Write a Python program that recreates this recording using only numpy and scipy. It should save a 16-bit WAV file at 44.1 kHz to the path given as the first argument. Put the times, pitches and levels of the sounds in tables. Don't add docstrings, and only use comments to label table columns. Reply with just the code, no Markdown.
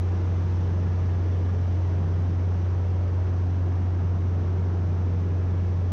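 import sys
import numpy as np
from scipy import signal
from scipy.fft import rfft, irfft, next_fast_len
from scipy.io import wavfile
from scipy.ndimage import uniform_filter1d, minimum_filter1d

SR = 44100
rng = np.random.default_rng(int(sys.argv[2]) if len(sys.argv) > 2 else 0)


def transcribe(signal):
    frames = np.atleast_2d(signal).T
    limited = np.clip(frames, -1, 1)
    pcm = np.round(limited * 32767).astype(np.int16)
    wavfile.write(sys.argv[1], SR, pcm)


def voltage_ratio(level):
    return 10 ** (np.asarray(level, float) / 20)


N = 261071

# multiple of the four-stroke cycle [1], rms level/dB
ENGINE_ORDERS = [(6, -54.1), (8, -55.1), (9, -49.0), (12, -23.8), (13, -55.0), (14, -56.5), (15, -46.2),
                 (18, -48.8), (19, -54.8), (21, -45.3), (22, -54.1), (27, -48.9), (33, -58.8), (34, -55.6),
                 (35, -58.1), (36, -51.6), (39, -59.5), (42, -57.1), (43, -57.7), (44, -60.5), (47, -60.0),
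                 (48, -58.1), (54, -59.4), (58, -63.1), (59, -65.1), (60, -63.1), (63, -64.6), (66, -61.9),
                 (70, -65.0), (72, -66.5)]
# f/Hz, rms level/dB
AUXILIARY_TONES = [(70.78, -55.1), (94.09, -53.8), (139.99, -53.7), (148.06, -54.9), (176.14, -52.9),
                   (178.51, -52.3), (316.22, -53.0), (353.34, -57.6), (478.42, -55.0), (592.9, -61.7),
                   (632.22, -61.6), (713.9, -66.4), (948.6, -68.6), (988, -70), (1170, -72), (2213, -79)]
# f/Hz, level/dB
ROAR_SPECTRUM = [(25, -7.5), (45, -6.5), (70, 3), (120, 3), (180, 5), (290, -7), (380, -3.5), (500, -12.5),
                 (700, -12.5), (1300, -20.5), (2500, -31), (4500, -40), (6000, -38), (7000, -49)]
# f/Hz, level/dB
TREBLE_LOSS = [(7000, 0), (8200, -10), (10400, -25), (10900, -30), (11500, -29), (12300, -24), (14500, -30),
               (15700, -33)]
# t/s, rms level/dB
HUM_LEVEL = [
    (0, -23.3),
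    (1.3, -22.7),
    (3.2, -23.1),
    (5.92, -23.5),
]
# t/s, turn [0-1]
LISTENER_TURN = [
    (0, .1),
    (.8, 0),
    (2.0, .45),
    (3.5, 0.8),
    (4.0, 0.9),
    (5.92, 0.85),
]
# t/s, level/dB
STANDING_WAVE = [
    (0, -3),
    (.5, 3),
    (1.0, 1),
    (1.8, -4.5),
    (2.05, 4),
    (2.55, -0.5),
    (3.15, -11),
    (4.0, 1.5),
    (5.3, 1),
    (5.92, -5.5),
]
# t/s, length/s, rise level/dB
GEAR_LOADS = [
    (.25, .3, 6),
    (1.098, 0.99, 11.5),
    (3.702, .4, 6),
    (4.6, .4, 4.5),
    (5.503, 0.64, 9),
]
# t/s, peak level/dB
DECK_KNOCKS = [
    (2.006, -29.5),
    (2.531, -38),
    (4.042, -37),
]
# t/s, length/s, level/dB
FINGER_RUSTLES = [
    (2.58, .14, -96),
    (4.0, .05, -101),
    (4.2, .08, -99),
    (4.345, .004, -90.5),
]

CYCLE_HZ, CRANK_START_RAD = 7.4895, 1.513
THROB_STEADINESS = 0.65
BLOWER_HZ, BLOWER_START_RAD = 59.08, 1.1
SHADOW_POWER = 4.7
LOWER_MESH_HZ, UPPER_MESH_HZ = 1667.3, 1711.5
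UPPER_ORDER_DB, WHINE_DB = -43, -69
RUMBLE_DB, RUMBLE_FOLLOWS = -39.5, 0.38


def in_time(rows):
    at_s, value = np.transpose(rows)
    return np.interp(np.arange(N) / SR, at_s, value)


def rms_one(x):
    return x / np.sqrt(np.mean(x ** 2) + 1e-20)


def colour(x, points):
    hz, level_db = np.transpose(points)
    size = next_fast_len(N + N % 2, real=True)
    grid_hz = np.maximum(np.arange(size // 2 + 1) * SR / size, 1)
    gain = voltage_ratio(np.interp(np.log(grid_hz), np.log(hz), level_db))
    return irfft(rfft(np.resize(x, size)) * gain, size)[:N]


def drift(rate_hz):
    pole = np.exp(-200 * np.pi * rate_hz / SR)
    noise = rng.standard_normal(N // 100 + 2002)
    slow = signal.lfilter([1], [1, -2 * pole, pole * pole], noise)[2000:]
    return np.interp(np.arange(N) / 100, np.arange(len(slow)), rms_one(slow - slow.mean()))


def tone(angle_rad, level_db):
    return -np.sqrt(2) * voltage_ratio(level_db) * np.cos(angle_rad)


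def engine(followed_db, sway_db, throb_db):
    crank_rad = CRANK_START_RAD + 2 * np.pi * CYCLE_HZ * np.arange(N) / SR
    out = np.zeros(N)
    for order, level_db in ENGINE_ORDERS:
        order = round(order)
        in_step = order in (6, 9, 12, 15)
        offset_rad = rng.uniform(0, 2 * np.pi) * (not in_step)
        sway = sway_db * (1 - THROB_STEADINESS * in_step) * drift(0.8)
        swaying_db = level_db + throb_db * in_step + sway
        out += tone(order * crank_rad + offset_rad, followed_db.get(order, swaying_db))
    return out


def auxiliaries(blower_db, sway_db, slip):
    s = np.arange(N) / SR
    blower_rad = 2 * np.pi * BLOWER_HZ * s + BLOWER_START_RAD + 0.37 * drift(1.0)
    out = tone(blower_rad, blower_db)
    for hz, level_db in AUXILIARY_TONES:
        wander_rad = rng.uniform(0, 2 * np.pi) + slip * np.sqrt(hz) * drift(0.6)
        out += tone(2 * np.pi * hz * s + wander_rad, level_db + sway_db * drift(1.7))
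    return out


def standing_waves(air, depth_db, spacing_hz, count):
    hz = np.arange(spacing_hz, 12000, spacing_hz)
    place = np.linspace(0, count - 1, N)
    out = np.zeros(N)
    for k, ripple in enumerate(rng.standard_normal((count, 1000))):
        share = np.clip(1 - np.abs(place - k), 0, 1)
        ripple_db = depth_db * np.resize(ripple, len(hz))
        out += share * colour(air, np.transpose([hz, ripple_db]))
    return out


def ventilation(rumble_db, roar_db, hiss_db, patchy_db):
    air = standing_waves(rng.standard_normal(N), depth_db=1.48, spacing_hz=15.0, count=5)
    air = colour(colour(air, TREBLE_LOSS), ROAR_SPECTRUM)
    low = signal.sosfiltfilt(signal.butter(2, 280, fs=SR, output="sos"), air)
    high = signal.sosfiltfilt(signal.butter(2, 1800, "high", fs=SR, output="sos"), air)
    middle = air - low - high
    rumble = voltage_ratio(rumble_db + patchy_db * drift(2.9)) * rms_one(low)
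    roar = voltage_ratio(roar_db + patchy_db * drift(3.3)) * rms_one(middle)
    hiss = voltage_ratio(hiss_db + 2.5 + 0.13 * drift(2.1)) * rms_one(high)
    return rumble + roar + hiss


def bell(at_s, length_s):
    return np.exp(-(2 * (np.arange(N) / SR - at_s) / length_s) ** 2)


def gear_load():
    return WHINE_DB + sum(rise_db * bell(at_s, length_s) for at_s, length_s, rise_db in GEAR_LOADS)


def gears(whine_db):
    s = np.arange(N) / SR
    out = np.zeros(N)
    for mesh_hz, under_db in ((LOWER_MESH_HZ, 3.5), (UPPER_MESH_HZ, 8)):
        slip_rad = 1.6 * drift(2.5)
        level_db = np.minimum(whine_db, -61) - under_db + 2.5 * drift(3.5)
        out += tone(2 * np.pi * mesh_hz * s + slip_rad, level_db)
    return out


def knocks(plate_hz, t60_s, push_s, push_db):
    out = np.zeros(N)
    s = np.arange(SR // 2) / SR
    rise = 1 - np.exp(-(s / 0.0029) ** 2)
    push = np.sin(np.pi * np.minimum(s / push_s, 1)) ** 2
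    ring = rise * voltage_ratio(-60 * s / t60_s) * np.sin(2 * np.pi * plate_hz * s)
    blow = ring + voltage_ratio(push_db) * push
    for at_s, peak_db in DECK_KNOCKS:
        out[round(at_s * SR):][:len(s)] += voltage_ratio(peak_db) * blow
    return out


def rustles():
    band = signal.butter(4, [11500, 15500], "band", fs=SR, output="sos")
    noise = signal.sosfilt(band, rng.standard_normal(N))
    return rms_one(noise) * sum(voltage_ratio(db) * bell(at_s, length_s) for at_s, length_s, db in FINGER_RUSTLES)


def scene():
    turn = np.clip(in_time(LISTENER_TURN), 0, None)
    standing_db = in_time(STANDING_WAVE)
    followed_db = {6: -57.5 + 9.5 * turn, 12: in_time(HUM_LEVEL), 21: UPPER_ORDER_DB + standing_db}
    mix = engine(followed_db, sway_db=2.5, throb_db=1.9)
    mix += auxiliaries(-42.5 - 13 * turn ** SHADOW_POWER, sway_db=3.5, slip=0.058)
    rumble_db = RUMBLE_DB + RUMBLE_FOLLOWS * standing_db
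    mix += ventilation(rumble_db, roar_db=-42 - 0.35 * turn, hiss_db=-58 - 3 * turn, patchy_db=0.47)
    mix += gears(gear_load())
    mix += knocks(plate_hz=158, t60_s=0.25, push_s=0.033, push_db=-3)
    mix += rustles()
    return mix[None]


def limiter(x, knee_db, squeeze, hold_s):
    over_db = np.maximum(20 * np.log10(np.abs(x) + 1e-9) - knee_db, 0)
    hold = round(hold_s * SR)
    gain_db = uniform_filter1d(minimum_filter1d(-squeeze * over_db, hold), hold)
    return x * voltage_ratio(gain_db)


def band_limit(x):
    return signal.sosfilt(signal.butter(12, 15700, fs=SR, output="sos"), x)


def record(dry):
    held = limiter(dry, knee_db=-19.6, squeeze=0.45, hold_s=0.006)
    return band_limit(held)


dry = scene()
out = record(dry)
transcribe(out)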